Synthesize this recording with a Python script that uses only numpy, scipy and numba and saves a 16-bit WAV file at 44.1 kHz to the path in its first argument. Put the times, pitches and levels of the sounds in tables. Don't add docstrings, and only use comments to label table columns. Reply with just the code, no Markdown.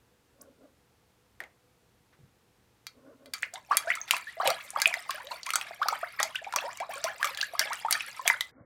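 import sys
import numpy as np
from scipy import signal
from scipy.fft import rfft, irfft
from scipy.io import wavfile
from scipy.ndimage import uniform_filter1d
from numba import njit

SR = 44100
rng = np.random.default_rng(int(sys.argv[2]) if len(sys.argv) > 2 else 0)


def voltage_ratio(level):
    return 10 ** (np.asarray(level, float) / 20)


def file_out(sig):
    cols = np.atleast_2d(sig).T
    lim = np.clip(cols, -1, 1)
    pcm = np.round(lim * 32767).astype(np.int16)
    wavfile.write(sys.argv[1], SR, pcm)


N = 381465
T = np.arange(N) / SR

# pitch_hz, relative_level_db, t60_s
BASIN = [(1360, -0.5, 0.072), (1620, -3.5, 0.055), (2100, 0, 0.047), (2364, -3.5, 0.097), (3300, -9, 0.088),
         (4450, -6, 0.1), (4560, -6.5, 0.064), (3840, -11.5, 0.09), (5100, -17, 0.072), (6460, -11, 0.063),
         (5950, -0.5, 0.027), (7340, -5, 0.034), (8920, 1.5, 0.025)]
STIR_START_S, STIR_END_S, MUFFLED_S = 3.335, 8.5, 8.512
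LULL_SLOSH_DB, LULL_SPRAY_DB = -65.5, -61


def unit(x):
    return x / np.sqrt(np.mean(x ** 2))


def coloured(x, points):
    hz, db = np.transpose(points)
    f = np.arange(1, len(x) // 2 + 2) * SR / len(x)
    gain = voltage_ratio(np.interp(np.log(f), np.log(hz), db))
    return irfft(rfft(x) * gain, len(x))


def resonance(x, hz, width_hz):
    return signal.lfilter(*signal.iirpeak(min(hz, .45 * SR), hz / width_hz, SR), x)


def decay(t, t60_s):
    return np.exp(-np.log(1000) * t / t60_s)


def add(out, start_s, x):
    i = int(start_s * SR)
    out[i:i + len(x)] += x[:N - i]


@njit
def chirps(rows, n, rise_s, fall_s):
    out = np.zeros(n)
    for start_s, length_ms, db0, db1, hz0, hz1 in rows:
        start, length, phase = int(start_s * SR), length_ms * SR / 1000, 0.
        for i in range(min(int(length + 5 * fall_s * SR), n - start)):
            u = i / length
            hz = min(hz0 * (hz1 / hz0) ** min(u, 1.5), .45 * SR)
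            phase += 2 * np.pi * hz / SR
            gain = 10 ** ((db0 + (db1 - db0) * min(u, 1.)) / 20)
            gain *= 1 - np.exp(-i / (rise_s * SR))
            gain *= np.exp(-max(i - length, 0.) / (fall_s * SR))
            out[start + i] += gain * np.sin(phase)
    return out


def air():
    # freq_hz, relative_level_db_per_hz
    tone_points = [(25, -28), (58, -6), (349, -14), (445, -14), (496, -8), (538, -19.5), (746, -17.5),
                   (1360, -21), (15200, -34.5), (16500, -51.5)]
    tone = voltage_ratio(-67.5) * unit(coloured(rng.standard_normal(N), tone_points))
    hum = voltage_ratio(-75) * np.sin(2 * np.pi * 119.8 * T)
    return tone + hum


def bubbles():
    # start_s, length_ms, start_db, end_db, start_hz, end_hz (levels before wobble)
    drop_row = (.411, 9, -50, -46, 4200, 13000)
    # start_s, length_ms, start_db (before wobble), start_hz, end_hz
    bubble_rows = [(3.429, 8.1, -21, 1510, 2330), (3.535, 20.6, -40.5, 655, 795),
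                   (3.56, 24.5, -46, 815, 1050), (3.687, 23, -51, 724, 970.0),
                   (3.708, 6.4, -26, 717.0, 885.0), (3.711, 11.3, -12, 1037, 1265),
                   (3.728, 7.6, -19.5, 900.0, 1330), (3.846, 16, -42.5, 627, 694),
                   (3.872, 17.4, -26.5, 624, 702), (3.871, 28, -32.5, 1410, 1916),
                   (3.908, 10, -32.5, 1170, 1730), (3.915, 6.7, -16.5, 1830, 2580),
                   (3.972, 6.6, -31, 1250, 1326), (4.0143, 1.5, -19, 6100, 6300),
                   (4.136, 2.9, -13, 1100, 1020), (4.143, 4.5, -18.5, 2480.0, 2700.0),
                   (4.269, 29, -37, 1680, 1970), (4.369, 21, -39.5, 610, 710), (4.4, 10, -19, 1030, 1330.0),
                   (4.4, 22, -25.5, 606, 1150), (4.414, 10, -31, 1290, 1710), (4.431, 18, -23.5, 700, 810),
                   (4.464, 4.1, -15, 910, 930), (4.453, 15, -22.5, 767.0, 620),
                   (4.476, 18.6, -19.5, 548, 524), (4.504, 17, -23.5, 745, 634),
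                   (4.503, 5, -22, 1050, 1295), (4.582, 29, -46, 847, 2290), (4.733, 25, -43.5, 685, 1100),
                   (4.76, 4.4, -20, 836, 884), (4.761, 3.5, -10.5, 1140, 1165),
                   (4.787, 5.7, -22.5, 890.0, 875), (4.818, 2.3, -19.5, 2060, 2120),
                   (4.819, 11, -25.5, 1580, 1654), (4.926, 4.6, -26, 2200, 2300),
                   (4.969, 6.9, -32.5, 690, 717), (5.094, 7.1, -19, 1120, 1097),
                   (5.199, 11.6, -39.5, 850, 1050), (5.24, 48, -48, 496, 610), (5.31, 18, -32, 915, 1053),
                   (5.316, 3.2, -34.5, 3720, 4280), (5.359, 2.6, -40, 4500, 4530),
                   (5.468, 29, -35.5, 943, 1296), (5.537, 2.9, -16.5, 1320, 1280),
                   (5.557, 3.1, -16.5, 1390, 1445), (5.709, 2.2, -24.5, 694, 696.0),
                   (5.795, 22.5, -44, 668.0, 880.0), (5.816, 17.5, -17.5, 1042, 1574),
                   (5.857, 11, -24.5, 704, 970), (5.886, 2.8, -10.5, 1250, 1260),
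                   (5.925, 9, -19.5, 725, 1110), (5.93, 8.5, -25, 1195, 1280),
                   (6.029, 18.3, -29.5, 1080, 1905), (6.029, 9.3, -24, 630, 708),
                   (6.192, 12, -22, 1845, 1935.0), (6.203, 3.5, -13, 1040, 1277),
                   (6.25, 18, -38.5, 644, 642), (6.347, 13, -33.5, 1510, 1537),
                   (6.356, 6.8, -21.5, 2500, 3250), (6.387, 8.4, -38.5, 1900, 1720),
                   (6.416, 12.6, -40.5, 560, 725.0), (6.466, 13.7, -30.5, 705, 905),
                   (6.562, 2.1, -8, 1060, 1115), (6.639, 34.3, -33, 507, 716), (6.65, 22, -36, 943, 950),
                   (6.677, 16, -31.5, 887, 1030), (6.803, 32, -28, 620, 1130), (6.891, 22.5, -33, 602, 890),
                   (6.93, 33, -41, 1137, 1076), (7.044, 12, -21.5, 647, 658),
                   (7.062, 10.7, -26.5, 1030, 1036), (7.076, 18.6, -32.5, 1286, 1860),
                   (7.197, 13.4, -39, 900, 1060), (7.212, 5.5, -27, 1070, 1200),
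                   (7.229, 1.8, -7.5, 1590, 1620), (7.244, 6.0, -15, 1255, 1204),
                   (7.262, 9.9, -29, 1180, 1320), (7.407, 4, -23, 2700, 2860),
                   (7.428, 9.7, -21.5, 1554, 1770), (7.535, 9, -30.5, 670, 710),
                   (7.551, 4.2, -25.5, 1040, 1205), (7.614, 2.6, -12.5, 1620.0, 1746),
                   (7.637, 3.6, -26.5, 2280.0, 2290), (7.705, 34, -28.5, 801, 1890),
                   (7.848, 16, -19.5, 822, 970), (7.884, 2.9, -17.5, 1220.0, 1257),
                   (7.952, 2.3, -12, 1700, 1770), (8.194, 8.5, -25.5, 1000, 1060),
                   (8.256, 7, -24, 734, 700.0), (8.3, 2, 3, 1850, 1990.0), (8.303, 2.5, -9.5, 1000, 964),
                   (8.34, 5.7, -24.5, 1360.0, 1620.0), (8.409, 7.5, -23, 1980.0, 2015)]
    start_s, length_ms, db, hz0, hz1 = np.transpose(bubble_rows)
    steady_db, fade_share = -43, 0.39
    end_db = db - fade_share * (db - steady_db)
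    rows = np.transpose([start_s, length_ms, db, end_db, hz0, hz1])
    wobble = unit(resonance(rng.standard_normal(N), 70., 110.0))
    return voltage_ratio(1.3 * wobble) * chirps(np.vstack([rows, drop_row]), N, .0009, .0035)


def waver():
    return unit(resonance(resonance(rng.standard_normal(N), 9.8, 10), 9.5, 22))


def floor():
    # centre_s, peak_level_db, length_s (between 1/e points)
    creak_rows = [(0.447, -57.5, 0.14), (0.644, -59, 0.12), (2.982, -61.5, 0.059), (3.096, -53, .12),
                  (3.261, -58, 0.12), (8.598, -57.5, 0.069)]
    # pitch_hz, width_hz, relative_level_db (mean)
    board_modes = [(267, 39, -2.5), (461, 46, -5.5), (552, 46, -1), (611, 43, -10), (1090, 67, -13),
                   (1440, 140, -14)]
    # start_s, level_db (rms before decay), pitch_hz, t60_s
    bump_rows = [(1.405, -50, 1620, 0.21), (1.406, -49.5, 646, 0.26), (2.128, -60, 1440, 0.15),
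                 (2.19, -54, 151, .2), (4.47, -49.5, 147, 0.28), (2.23, -55.5, 116, 0.24),
                 (8.607, -52, 103, 0.1)]
    slips = rng.standard_normal(N) * (rng.random(N) < 1500 / SR)
    boards = np.zeros(N)
    for hz, width_hz, db in board_modes:
        mode = unit(resonance(resonance(slips, hz, width_hz), hz, 2 * width_hz))
        boards += voltage_ratio(db + 2.5 * waver()) * mode
    drift = np.cumsum(.025 * waver())
    boards = np.interp(np.arange(N) + drift, np.arange(N), unit(boards))
    out = boards * sum(voltage_ratio(db) * np.exp(-(2 * (T - s) / length_s) ** 2) for s, db, length_s in creak_rows)
    t = T[:int(.3 * SR)]
    for start_s, db, hz, t60_s in bump_rows:
        thud = resonance(resonance(rng.standard_normal(len(t)), hz, 0.5 * hz), hz, 2 * hz)
        add(out, start_s, voltage_ratio(db) * decay(t, t60_s) * unit(thud))
    return out


def taps():
    # start_s, crack_db (before scaling and colour), crack_centre_hz,
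    # ring_db (re crack, before scaling)
    tap_rows = [(1.4036, -26.5, 1860, -25.5), (1.438, -37, 2070, -26), (2.868, -31.5, 4450, -6.5),
                (3.259, -44.5, 3900, -6.5), (3.3369, -22, 4500, -7), (3.4246, -34.5, 7000, -15),
                (3.4316, -17, 2166, -29), (3.5386, -29, 6650, -24), (3.557, -32.5, 3600, -38),
                (3.77, -10, 9400, -5), (3.903, -12, 1954, -28), (3.9534, -29, 7160, -9.5),
                (4.0785, -42, 2170, -2), (4.1094, -7.5, 2320, -18.5), (4.1665, -21.5, 1900, -11.5),
                (4.475, -12.5, 2400, -19), (4.503, -19.5, 4660, -9.5), (4.7045, -27, 8700, -30),
                (4.801, -25, 2090, -7.5), (4.818, -14.5, 4900, -8.5), (4.8575, -5.5, 2520, -31),
                (4.876, -19, 7800, -28), (4.9405, -16, 2040, -24), (5.107, -21.5, 3000, -17),
                (5.27, -27, 3850, -41), (5.432, -25.5, 4670, -31.5), (5.465, -26.5, 2260, -11),
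                (5.4908, -29, 2060, -2.5), (5.505, -19.5, 2500, -21), (5.5355, -26.5, 5800, 0),
                (5.557, -13.5, 7050, -10), (5.6129, -17, 2560, -27), (5.83, -25, 3680, -29.5),
                (5.8851, -16.5, 4200, -22.5), (6.2003, -22, 1870, -3.5), (6.2297, -15, 5770, -9.5),
                (6.356, -27.5, 1640, -15), (6.445, -30, 2440, -36.5), (6.525, -21.5, 1360, -23.5),
                (6.538, -14.5, 980, -27), (6.561, -17.5, 5800, -9.5), (6.5862, -16, 2630, -32.5),
                (6.773, -36, 6570, -10), (6.8017, -34, 2070, -1.5), (7.0412, -20.5, 5460, -15),
                (7.229, -14, 1780, -24), (7.2448, -18, 2280, -12), (7.255, -26, 6500, -24),
                (7.272, -28, 3300, -9), (7.348, -28, 4000, -26), (7.3738, -24, 3150, -15),
                (7.4128, -11, 4040, -29), (7.4282, -30, 5450, -20), (7.594, -11.5, 5370, -10.5),
                (7.732, -20.5, 1890, -20.5), (7.9093, -15.5, 10600, -10), (7.926, -13, 4840, -7.5),
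                (8.0071, -21, 2570, -33), (8.2775, -9.5, 2100, -14), (8.278, -14, 7000, -22),
                (8.4085, -18, 3620, -20.5)]
    out, t = np.zeros(N), T[:int(.18 * SR)]
    chance = rng.standard_normal((len(tap_rows), 2 * len(BASIN)))
    for (start_s, crack_db, hz, ring_db), draw in zip(tap_rows, chance):
        hard = np.clip((ring_db + 29.5) / 10.0, .03, 1)
        snap = np.exp(-t / .0006)
        spatter = voltage_ratio(-6.5) * np.exp(-t / 0.0033) + voltage_ratio(-27.0) * np.exp(-t / 0.019)
        burst = rng.standard_normal(len(t)) * (snap + spatter)
        tick = resonance(resonance(burst, hz, 0.31 * hz), hz, hz)
        tick = 0.088 * np.sqrt(hz) * tick / np.linalg.norm(tick)
        broad = signal.lfilter(*signal.butter(1, min(4.5 * hz, .4 * SR), fs=SR), burst)
        plop = np.exp(-t * hz / 9) * np.sin(2 * np.pi * hz * t)
        crack = 1.45 * hard * broad + tick + 1.25 * (1 - hard) * plop
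        scatter_db, detune = 3 * draw[::2], 1 + .016 * draw[1::2]
        ring = np.zeros(len(t))
        for (f, db, t60_s), a, b in zip(BASIN, scatter_db, detune):
            mode_db = db + a - 6.1 * abs(np.log2(f / hz))
            ring += voltage_ratio(mode_db) * decay(t, t60_s) * np.sin(2 * np.pi * f * b * t)
        add(out, start_s, voltage_ratio(crack_db) * (0.42 * crack + voltage_ratio(ring_db - 5.0) * ring))
    return coloured(out, [(300, -16.0), (900, -1.5), (2000, 4.5), (10500, 1.5), (15800, -1.0), (17000, -41.0)])


def churn(column, linger, lull_db):
    # (per 20 dB, before the factor linger; 0 = stops at once)
    strokes = [(3.338, -50, -39, 0.05), (3.428, -42.5, -44.5, 0.04), (3.539, -42.5, -50.5, 0.08),
               (3.715, -30.5, -42.5, 0.19), (3.88, -42, -45, 0.19), (3.91, -36.5, -49, 0.1),
               (4.083, -41.5, -43.5, 0.08), (4.125, -35, -35.5, 0.1), (4.27, -62, -53.5, 1.8),
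               (4.41, -39, -48, .1), (4.454, -26, -35.5, 0.12), (4.6, -54.5, -47, 0.36),
               (4.767, -34, -44.5, 0.19), (4.86, -33, -40, 0.2), (5.096, -39, -45, 0.23),
               (5.312, -38.5, -44.5, 0.1), (5.46, -51, -47.5, 0.1), (5.55, -36.5, -45.5, 0.25),
               (5.821, -40.5, -50.5, 0.24), (5.878, -38.5, -46, 0.36), (6.197, -27, -38, 0.1057),
               (6.35, -51, -49.5, 0.07), (6.45, -46.5, -58, 0.1), (6.561, -33.5, -44, 0.26),
               (6.807, -36.5, -54, 0.06), (6.902, -41, -43.5, 0.17), (6.94, -40, -41.5, 0.1),
               (7.042, -34.5, -41, 0.15), (7.21, -45, -46.5, 0.13), (7.244, -34, -38.5, 0.14),
               (7.38, -42, -43.5, 0.15), (7.415, -54, -47, 0.18), (7.54, -48.5, -48, 0.13),
               (7.598, -30.5, -39, 0.16), (7.72, -41.5, -44.5, 0.22), (7.855, -36.5, -48, 0),
               (7.908, -34.0, -37, 0.26), (8.17, -51, -46, 0.1), (8.26, -34.5, -34.5, 0.1),
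               (8.3, -36, -46, 0.12), (8.409, -40, -42, 0)]
    rise_db_per_s = 1299
    t = T[::32]
    power = voltage_ratio(2 * lull_db) * np.clip((t - strokes[3][0]) / .1 + 1, 1e-4, 1)
    for row in strokes:
        late = t - row[0]
        slope_db = np.where(late < 0, rise_db_per_s * late, -20 * late / (linger * row[3]))
        power = power + voltage_ratio(2 * (row[column] + slope_db))
    level_db = np.interp(T, t, 10 * np.log10(power))
    return np.where((T > STIR_START_S) & (T < STIR_END_S), level_db, -130)


def swarm(level_db, low_hz, octaves, cycles, scatter_db, glide, fall_s, count):
    when, pitch, life, size, rise = rng.random((count, 5)).T
    start_s = STIR_START_S + when * (STIR_END_S - STIR_START_S)
    hz = low_hz * 2 ** (octaves * pitch)
    db = level_db[(start_s * SR).astype(int)] - scatter_db * np.log(1 - .96 * size)
    length_ms = 1000 * cycles * (0.45 + life) / hz
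    rows = np.transpose([start_s, length_ms, db, db - 10.0, hz, hz * (1 + glide * rise)])
    return chirps(rows, N, fall_s / 4, fall_s)


def patchy(rate_hz, spread_db):
    # freq_hz, relative_level_db_per_hz
    spray_points = [(590, -50.5), (1000, 12), (4700, 7), (5170, 2), (9400, -1.5), (14200, -1.5),
                    (16500, -28)]
    spray = unit(coloured(rng.standard_normal(N), spray_points))
    k = int(SR / rate_hz)
    walks = np.repeat(rng.standard_normal((8, N // k + 1)), k, axis=1)
    walks = uniform_filter1d(walks, k, axis=1)[:, :N]
    out = np.zeros(N)
    for band, walk in enumerate(walks):
        ratio = 2 ** (band / 2)
        out += voltage_ratio(spread_db * walk) * resonance(spray, 1300. * ratio, 450. * ratio)
    return unit(out)


def slosh(big):
    low_db = churn(column=1, linger=0.92, lull_db=LULL_SLOSH_DB)
    high_db = churn(column=2, linger=1.26, lull_db=LULL_SPRAY_DB)
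    gurgle = swarm(low_db - 8.5, low_hz=520, octaves=1.8, cycles=12.06, scatter_db=4.9,
                   glide=0.45, fall_s=0.0007, count=900)
    plinks = swarm((low_db + high_db) / 2 - 4, low_hz=1600., octaves=1.8, cycles=16, scatter_db=4.55,
                   glide=0.098, fall_s=0.0018, count=1900)
    ticks = swarm(high_db, low_hz=6500., octaves=1.25, cycles=4., scatter_db=6.,
                  glide=.1, fall_s=.0004, count=800)
    wash = patchy(rate_hz=30, spread_db=7.5) * voltage_ratio(high_db - 8)
    lapping = unit(resonance(wash, 2250., 600.) / voltage_ratio(high_db)) * voltage_ratio(low_db - 11)
    blur = gurgle / voltage_ratio(low_db) + rng.standard_normal(N)
    glug = unit(resonance(blur, 750., 500.)) * voltage_ratio(low_db - 9)
    water = glug + gurgle + plinks + voltage_ratio(4.0) * ticks + wash + lapping
    drive = water + 0.42 * big
    humming = sum(voltage_ratio(db) * resonance(drive, hz, 13.1 / t60_s) for hz, db, t60_s in BASIN)
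    return water + voltage_ratio(-3.5) * humming


def waves():
    thump = unit(resonance(resonance(rng.standard_normal(N), 230.0, 200.), 200., 400.))
    return thump * voltage_ratio(churn(column=1, linger=0.94, lull_db=LULL_SLOSH_DB) - 29.0)


def room(x):
    t = T[:int(.5 * SR)]
    low, high = (rng.standard_normal(len(t)) * decay(t, t60_s) for t60_s in (0.2, 0.11))
    tail = resonance(low, 1300.0, 2400.0) + resonance(high, 5600.0, 6000.0)
    tail = tail * (1 - np.exp(-t / 0.0063))
    return x + voltage_ratio(-15.5) * signal.fftconvolve(x, tail / np.linalg.norm(tail))[:N]


def scene():
    big = bubbles()
    water = room(big + taps() + slosh(big)) * np.clip((MUFFLED_S - T) / 0.0032, 0, 1)
    small = signal.sosfilt(signal.butter(3, 400, "high", fs=SR, output="sos"), water)
    return (small + waves() + floor() + air())[None]


def band_limit(x):
    return signal.sosfilt(signal.butter(12, 17160, fs=SR, output="sos"), x)


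def record(dry):
    low_pass = signal.ellip(8, .2, 50, 2250, fs=SR, output="sos")
    dull = voltage_ratio(4.0) * signal.sosfiltfilt(low_pass, dry)
    late = np.clip((T - MUFFLED_S) / .004, 0, 1)
    return band_limit(dry + late * (dull - dry))


dry = scene()
out = record(dry)
file_out(out)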